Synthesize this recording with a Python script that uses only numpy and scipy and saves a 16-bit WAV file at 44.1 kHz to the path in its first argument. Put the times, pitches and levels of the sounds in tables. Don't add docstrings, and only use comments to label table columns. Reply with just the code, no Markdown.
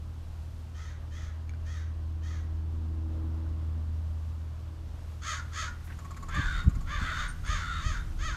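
import sys
import numpy as np
from scipy import signal
from scipy.fft import rfft, irfft, next_fast_len
from scipy.io import wavfile

SR = 44100
rng = np.random.default_rng(int(sys.argv[2]) if len(sys.argv) > 2 else 0)


def wrap_up_sound(samples):
    columns = np.atleast_2d(samples).T
    tamed = np.clip(columns, -1, 1)
    steps = np.round(tamed * 32767).astype(np.int16)
    wavfile.write(sys.argv[1], SR, steps)


N = 368676
TIME_S = np.arange(N) / SR

# start in seconds, length in seconds, top pitch in Hz, level in dB, rasp 0-1,
# treble shelf in dB.
NEAR_CAWS = [(5.204, .219, 645, -35.5, 0.63, 4.5), (5.508, 0.2058, 651, -36, 0.62, 2.5),
             (6.272, .23, 596.1, -37.5, 0.63, -15), (6.848, 0.21, 598.7, -37.5, 0.52, -12.5),
             (6.995, 0.2, 655.5, -38.5, 0.47, -18), (7.11, .22, 611, -40.5, .62, -3.5),
             (7.425, .225, 626.4, -36, 0.64, -2.5), (7.778, 0.2245, 640, -38.5, 0.35, -0.5),
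             (8.168, 0.21, 644.6, -38, 0.32, -2)]
FAR_CAWS = [(.728, 0.22, 655.7, -55.5, 0.61, 0), (1.096, 0.215, 651, -55.5, .6, 0),
            (1.637, .208, 646, -54.5, 0.57, 0), (2.208, 0.2013, 646, -55, 0.59, 0)]
# start in seconds, length in seconds, starting pitch in Hz, sag in Hz per second,
# level in dB, mid-call rasp 0-1.
DRAWLS = [(6.335, 0.306, 860, 700.6, -40, 0.79), (6.975, 0.31, 758.3, 200, -40, 0.82),
          (7.55, .29, 740, 438, -40.5, 0.68), (7.901, .1404, 786.2, 311, -49.5, 0.89),
          (8.291, 0.32, 798, 392, -48.5, .6)]
# start and end in seconds, croaks per second, starting level in dB, treble in dB.
RATTLES = [(5.985, 6.37, 16.8, -47.8, -1), (6.400, 6.84, 17.25, -54.5, 1)]
# start and length in seconds, level in dB, centre in Hz, width in octaves.
WING_STROKES = [(5.823, 0.074, -62, 10740, 1), (5.868, 0.026, -53, 1769, 0.55),
                (5.888, 0.0333, -49, 1595, 0.46), (5.915, 0.0202, -49, 1800, 0.39)]
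# start in seconds, length in seconds, starting level in dB, pitch in Hz.
CHIPS = [(7.281, .04, -46, 8850), (7.466, .027, -51, 9050)]
# start in seconds, level in dB, main mode in Hz, sharpness in dB.
TICKS = [(1.4942, -40.5, 2299, 0), (1.5368, -43.5, 1560, -7), (1.5475, -53, 2350, -8),
         (6.146, -47, 2300, -5)]
# ratio to the main mode, gain in dB, T60 in seconds.
TWIG_MODES = [(1, -1, .021), (1.48, -16, .02), (1.83, -16, .015), (2.83, -5, .012)]
# centre in seconds, thump in dB, scuff in dB.
BUMPS = [(6.387, -21, -27.5), (6.678, -9, -22), (6.772, -33.5, -33.5), (7.029, -23.5, -36.5),
         (7.499, -24, -41), (7.867, -24.5, -37.5)]
# harmonic number, gain in dB, change on speeding up in dB.
OVERTONES = [(3, -2.5, 4.5), (5, -16, 2.5), (6, -18.5, -6.5)]
# frequency in Hz, level in dB.
HUM_LINES = [(118.6, -52), (237.2, -72)]
# frequency in Hz, T60 in seconds.
TREE_DECAY = [(300, 1), (1300, .72), (2000, .62), (3500, .43), (7000, .32), (14000, .13)]

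# time in seconds, base level in dB.
EXHAUST_LEVEL = [(0.2, -39.5), (0.7, -40), (1.7, -34.5), (2.8, -32), (4.05, -32), (4.9, -40.5),
                 (5.9, -38.5)]
DRONE_LEVEL = [(.1, -66), (.6, -84), (1.1, -64.5), (1.7, -69.5), (2, -62), (2.55, -54), (2.75, -56),
               (3.05, -50.5), (3.35, -52), (3.7, -55.5), (4, -68), (4.3, -70), (4.7, -61.5), (5.4, -70.5),
               (6, -67), (7.6, -71.5), (8.1, -57.5)]
TYRE_LEVEL = [(.3, -68.5), (1.8, -62.5), (2.7, -71), (3.6, -58), (4.15, -65), (4.7, -61), (5.3, -63.5),
              (6, -81.5)]
LEAF_LEVEL = [(0, -65), (.45, -67), (.9, -76), (2.9, -89), (3.6, -71), (4.8, -68), (5.7, -63.5),
              (5.95, -60.5), (6.4, -61), (7.3, -60), (8.36, -60)]

# frequency in Hz, relative gain in dB.
NEAR_THROAT = [(350, -19.5), (590, -9), (800, -17.5), (1000, -7), (1310, -6), (1600, 8.5), (1800, 3),
               (2080, 2), (2400, -3), (2750, -9), (3200, -0.5), (3650, -5.5), (4150, -9.5), (4550, -2.5),
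               (4850, -12), (5150, -6.5), (5650, -14.5), (6500, 0), (7300, -12.5), (8000, -19),
               (15000, -44)]
FAR_THROAT = [(500, -6.5), (900, -34), (1300, -5.5), (1550, 3), (1750, -1.5), (1990, -0.5), (2250, -5.5),
              (2650, -14.5), (3200, -7), (4200, -13.5), (4500, -9), (4900, -13), (5300, -10.5),
              (6400, -6.5), (8000, -22), (14000, -35)]
SHUT_THROAT = [(500, -29.5), (1050, 3.5), (1420, -20), (1740, 7.5), (2400, -20.5), (6500, -9), (14000, -58)]
DRAWL_THROAT = [(400, -42.5), (750, -19.5), (1080, 0), (1400, -1.5), (1600, 0.5), (1850, 0), (2600, -15),
                (3200, -9), (3650, -13), (4150, -13), (4500, -9.5), (4850, -20), (5500, -21.5),
                (7000, -16.5), (8200, -26), (15000, -50)]
RATTLE_THROAT = [(500, -20), (950, -18), (1150, -1.5), (1500, -20), (2150, -19), (2900, -37), (4400, -27),
                 (5600, -34), (7100, -19), (8000, -32), (12500, -41), (15000, -49.5)]
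WIND_COLOUR = [(15, -10), (35, 5), (60, -2), (110, -14), (200, -31.5), (350, -47), (800, -75),
               (5000, -81.5)]
SCUFF_COLOUR = [(40, -31), (110, 12.5), (270, -6), (400, -24.5), (900, -58), (4000, -82.5)]
GROWL_COLOUR = [(100, -19), (260, 3), (400, 2.5), (560, -2.5), (800, -18), (2000, -42)]
ENGINE_RUSH_COLOUR = [(60, -15.5), (140, 5.5), (300, -1), (450, -13), (1100, -13), (2000, -27),
                      (5000, -74.5), (14000, -68)]
TYRE_COLOUR = [(150, -29), (600, 10.5), (790, 0), (1080, 5), (1700, -3), (2500, -11.5), (5000, -17),
               (8000, -38.5), (14000, -53)]
LEAF_COLOUR = [(500, 6.5), (2500, 1), (7000, -2.5), (9500, -7.5), (13000, -10.5), (15500, -38)]
AIR_COLOUR = [(12, -34), (20, -4), (59, 0.5), (87, -8), (106, -9), (185, -20.5), (245, -39), (439, -30.5),
              (788, -32.5), (1130, -33.5), (2090, -42.5), (2920, -39.5), (6360, -47), (12400, -57),
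              (15500, -62)]
MIC_RESPONSE = [(11000, -0.5), (13000, 3.5), (15500, -6)]

NEAR_PUSH = dict(peak=.42, spread=.29, slack_pitch=.69, slack_db=-8, hoarse=.9,
                 attack_s=.028, open_s=.07, shut_at=.77, shut_db=-1, core_db=-3)
FAR_PUSH = dict(peak=.38, spread=.4, slack_pitch=.78, slack_db=-6, hoarse=.6,
                attack_s=.04, open_s=.0088, shut_at=.88, shut_db=-3, core_db=-16)
RASP_HZ = 72


def syrinx(hz, rasp, flutter=.065, jitter=.025, throb=.36, hiss=.16, smear=.23, scatter=.62):
    size = len(hz)
    shake = 2 * np.pi * (np.cumsum(RASP_HZ * (1 + .12 * wander(size, 41.4))) / SR + rng.random())
    bend = rasp * (flutter * np.sin(shake) + jitter * wander(size, 231))
    phase = 2 * np.pi * np.cumsum(hz * (1 + bend)) / SR
    steps = np.arange(size) * 420 / SR
    pulses = np.zeros(size)
    for k in range(1, 27):
        knots = rng.standard_normal(int(steps[-1]) + 2)
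        fray = scatter * np.sqrt(k) * rasp * np.interp(steps, np.arange(len(knots)), knots)
        pulses += np.cos(k * phase + smear * k * k + fray) * (k * hz < SR / 2)
    puffs = (1 + np.cos(phase) / 2) * rng.standard_normal(size)
    air_share = np.clip(hiss * rasp ** 2, 0, 1)
    voice = np.sqrt(1 - air_share) * unit(pulses) + np.sqrt(air_share) * unit(puffs)
    return voice * (1 + np.clip(throb * rasp, 0, 1) * np.cos(shake))


def caws(rows, push, throat, beak_db, beak_from_hz, beak_to_hz, close_s=.09, release_s=.031):
    out = np.zeros(N)
    for start_s, length_s, top_hz, db, rasp, treble_db in rows:
        t = np.arange(int(length_s * SR)) / SR
        progress = t / length_s
        slack = 1 - bell(progress, push["peak"], push["spread"])
        hz = top_hz * (1 - (1 - push["slack_pitch"]) * slack)
        drive = syrinx(hz, np.clip(rasp * (1 + push["hoarse"] * slack), 0, 1))
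        beak_hz = beak_from_hz + (beak_to_hz - beak_from_hz) * progress
        beak = amp(beak_db) * resonate(drive, beak_hz, width_hz=170)
        core = amp(push["core_db"]) * resonate(drive, 2 * hz, width_hz=280) * (1 - slack) ** 2
        bright = unit(colour(drive, throat, treble_db) + core + beak)
        ring = amp(2.5) * resonate(drive, np.linspace(1290, 1470, len(t)), width_hz=200)
        ring *= 1 + .6 * progress * np.cos(2 * np.pi * RASP_HZ * t)
        muffled = unit(progress * colour(drive, SHUT_THROAT) + ring)
        muffled *= amp(push["shut_db"] + 4 * (progress - .5))
        shut = ramp(t - push["shut_at"] * length_s + close_s / 2, close_s)
        opening = ramp(t + push["open_s"] / 2, 2 * push["open_s"]) * (1 - shut)
        voice = opening * bright + (1 - opening) * muffled
        envelope = ramp(t, push["attack_s"]) * ramp(length_s - t, release_s)
        add(out, start_s, amp(db + push["slack_db"] * slack) * envelope * voice)
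    return out


def drawls(attack_s=.0268, release_s=.0497):
    out = np.zeros(N)
    for start_s, length_s, start_hz, sag_hz_per_s, db, mid_rasp in DRAWLS:
        t = np.arange(int(length_s * SR)) / SR
        hz = start_hz - sag_hz_per_s * t
        clear = bell(t / length_s, .5, .34)
        drive = syrinx(hz, 1 - (1 - mid_rasp) * clear, flutter=.09, jitter=.04, throb=.5, hiss=.3)
        beak_hz = np.linspace(3480, 3740, len(t))
        beak = amp(-6) * resonate(drive, beak_hz, width_hz=270) * np.sqrt(t / length_s)
        core = resonate(drive, 2 * hz, width_hz=340) * clear
        envelope = ramp(t, attack_s) * ramp(length_s - t, release_s)
        add(out, start_s, amp(db) * envelope * unit(colour(drive, DRAWL_THROAT) + core + beak))
    return out


def rattle(rise_s=.007, ring_db=-6.5, ring_t60_s=.3, swell_db_per_s=17.5, uneven_db=.6):
    out, t = np.zeros(N), np.arange(SR // 8) / SR
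    burst = (t / rise_s) ** 2 * np.exp(2 * (1 - t / rise_s))
    ring_envelope = amp(ring_db - 60 * t / ring_t60_s) * (1 - np.exp(-t / rise_s))
    for start_s, end_s, rate_hz, db, treble_db in RATTLES:
        for at_s in np.arange(start_s, end_s, 1 / rate_hz):
            croak = noise(len(t), RATTLE_THROAT, treble_db) * burst
            croak *= np.linalg.norm(burst) / np.linalg.norm(croak)
            ring_hz = 1095 * (1 + .014 * rng.standard_normal())
            ring = np.sin(2 * np.pi * ring_hz * t) * ring_envelope
            croak_db = db + swell_db_per_s * (at_s - start_s) + uneven_db * rng.standard_normal()
            add(out, at_s, amp(croak_db) * (croak + ring))
    return out


def wings():
    out = np.zeros(N)
    for start_s, length_s, db, hz, octaves in WING_STROKES:
        size = int(length_s * SR)
        band = [(hz / 4 ** octaves, -18), (hz, 0), (hz * 4 ** octaves, -18), (hz * 16 ** octaves, -40)]
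        add(out, start_s, amp(db) * noise(size, band) * np.hanning(size))
    return out


def chips(scoop=.11, scoop_s=.00093, fade_db=8):
    out = np.zeros(N)
    for start_s, length_s, db, hz in CHIPS:
        t = np.arange(int(length_s * SR)) / SR
        pitch_hz = hz * (1 - scoop * np.exp(-t / scoop_s) + .0086 * wander(len(t), 400))
        whistle = np.sin(2 * np.pi * np.cumsum(pitch_hz) / SR) * signal.windows.tukey(len(t), .2)
        add(out, start_s, amp(db - fade_db * t / length_s) * whistle)
    return out


def twigs(snap_db=-6, snap_t60_s=.006):
    out, t = np.zeros(N), np.arange(SR // 16) / SR
    for start_s, db, hz, sharp_db in TICKS:
        band = [(600, -8), (hz, 0), (3 * hz, -9), (6 * hz, -28)]
        snap = noise(len(t), band) * amp(snap_db + sharp_db - 60 * t / snap_t60_s)
        ring = sum(amp(mode_db + sharp_db * (ratio > 2) - 60 * t / t60_s)
                   * np.sin(2 * np.pi * hz * ratio * t) for ratio, mode_db, t60_s in TWIG_MODES)
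        add(out, start_s, amp(db) * (snap + ring))
    return out


def wind(start_s=6.1, attack_s=.39, ease_db_per_s=1):
    since_s = TIME_S - start_s
    db = -32.5 - ease_db_per_s * since_s + 2 * wander(N, 7.6)
    return amp(db) * ramp(since_s, attack_s) * noise(N, WIND_COLOUR)


def bumps(thump_hz=63, thump_s=.0093, scuff_s=.019):
    out, t = np.zeros(N), np.arange(-SR // 20, SR // 20) / SR
    thump = np.sin(2 * np.pi * thump_hz * t) * bell(t, 0, thump_s)
    touch = bell(t, 0, scuff_s)
    for centre_s, thump_db, scuff_db in BUMPS:
        scuff = noise(len(t), SCUFF_COLOUR) * touch
        scuff *= np.linalg.norm(touch) / np.linalg.norm(scuff)
        add(out, centre_s + t[0], amp(thump_db) * thump + amp(scuff_db) * scuff)
    return out


def engine(firing_hz=79.75, swell_s=3.2, speed_up_s=5.5, speed_up_hz=1.4, waver_db=1.1):
    swell = bell(TIME_S, swell_s, .97)
    fast = ramp(TIME_S - speed_up_s, .823)
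    phase = 2 * np.pi * np.cumsum(firing_hz + speed_up_hz * fast + .21 * wander(N, 4.1)) / SR
    out = amp(curve_db(EXHAUST_LEVEL) - 5 * fast) * np.sin(phase)
    out += amp(-68.5 + 15 * swell + 17 * fast + waver_db * wander(N, 3.8)) * np.sin(2 * phase)
    out += amp(curve_db(DRONE_LEVEL) + waver_db * wander(N, 2.28)) * np.sin(4 * phase)
    growl = noise(N, GROWL_COLOUR) * (1 + np.cos(phase))
    out += amp(-58) * bell(TIME_S, 3.21, .144) * growl
    for k, db, fast_db in OVERTONES:
        overtone_db = -64.5 + db + 14 * swell + fast_db * fast + waver_db * wander(N, 3.9)
        out += amp(overtone_db) * np.sin(k * phase + 2 * np.pi * rng.random())
    for hz, db in HUM_LINES:
        out += amp(db + waver_db * wander(N, 22)) * np.sin(2 * np.pi * hz * TIME_S)
    rush = amp(-57 + 6 * swell + 3 * fast) * noise(N, ENGINE_RUSH_COLOUR)
    return np.sqrt(2) * out + rush


def tyres(waver_db=1.85):
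    return amp(curve_db(TYRE_LEVEL) + waver_db * wander(N, 6.5)) * noise(N, TYRE_COLOUR)


def leaves(stir_db=2):
    return amp(curve_db(LEAF_LEVEL) + stir_db * wander(N, 2.1)) * noise(N, LEAF_COLOUR)


def air(level_db=-44.5, waver_db=.5):
    return amp(level_db + waver_db * wander(N, 11)) * noise(N, AIR_COLOUR)


def trees(x, early_db, tail_db, early_t60_s=.12):
    t = np.arange(SR) / SR
    early = rng.standard_normal(SR) * (rng.random(SR) < 400 / SR) * (t > .003)
    early = colour(early * amp(-60 * t / early_t60_s), [(2000, -4.5), (7000, -10)])
    late = rng.standard_normal(SR) * (rng.random(SR) < 2000 / SR) * (t > .025)
    hz, frame_s, bands = signal.stft(late, SR, nperseg=256)
    decay = amp(-60 * frame_s / at_hz(TREE_DECAY, hz)[:, None])
    tail = signal.istft(bands * decay, SR, nperseg=256)[1][:SR]
    echo = amp(early_db) * early + amp(tail_db) * unit(tail)
    return x + signal.fftconvolve(x, echo / np.sqrt(SR))[:N]


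def amp(db):
    return 10 ** (np.asarray(db) / 20)


def unit(x):
    return x / np.sqrt(np.mean(x ** 2) + 1e-20)


def ramp(t, length):
    return np.sin(np.pi / 2 * np.clip(t / length, 0, 1)) ** 2


def bell(t, centre, spread):
    return np.exp(-((t - centre) / spread) ** 2)


def at_hz(points, hz):
    point_hz, value = np.transpose(points)
    return np.interp(np.log(hz + 1), np.log(point_hz + 1), value)


def curve_db(rows):
    return np.interp(TIME_S, *np.transpose(rows))


def add(mix, start_s, sound):
    part = mix[max(round(start_s * SR), 0):][:len(sound)]
    part += sound[:len(part)]


def wander(size, rate_hz):
    white = rng.standard_normal(size + SR // 4)
    hz = np.fft.rfftfreq(len(white), 1 / SR)
    return unit(irfft(rfft(white) * np.exp(-(hz / rate_hz) ** 2))[:size])


def colour(x, points, treble_db=0):
    size = next_fast_len(len(x) + 2048, True)
    hz = np.fft.rfftfreq(size, 1 / SR)
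    shelf_db = treble_db / (1 + (4200 / (hz + 1)) ** 4)
    return unit(irfft(rfft(x, size) * amp(at_hz(points, hz) + shelf_db), size)[:len(x)])


def noise(size, points, treble_db=0):
    return colour(rng.standard_normal(size), points, treble_db)


def resonate(x, hz, width_hz):
    carrier = np.exp(2j * np.pi * np.cumsum(hz) / SR)
    pole = np.exp(-np.pi * width_hz / SR)
    baseband = signal.lfilter([(1 - pole) ** 2], [1, -2 * pole, pole ** 2], x / carrier)
    return unit((carrier * baseband).real)


def scene():
    near = caws(NEAR_CAWS, NEAR_PUSH, NEAR_THROAT, beak_db=-16.5, beak_from_hz=3400, beak_to_hz=3789)
    mix = trees(near + drawls(), early_db=-6, tail_db=-16.5)
    far = caws(FAR_CAWS, FAR_PUSH, FAR_THROAT, beak_db=-14, beak_from_hz=2989, beak_to_hz=4072)
    mix += trees(far, early_db=-2.5, tail_db=-5)
    mix += trees(rattle() + wings() + chips(), early_db=-8, tail_db=-18)
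    mix += trees(twigs(), early_db=-14, tail_db=-22)
    return (mix + engine() + tyres() + air() + leaves() + wind() + bumps())[None]


def record(dry):
    response = amp(at_hz(MIC_RESPONSE, np.fft.rfftfreq(2 * N, 1 / SR)))
    picked_up = irfft(rfft(dry, 2 * N) * response)[:, :N]
    lowpass = signal.firwin(511, 15720, window=("kaiser", 9), fs=SR)
    return signal.oaconvolve(picked_up, lowpass[None], "same")


dry = scene()
out = record(dry)
wrap_up_sound(out)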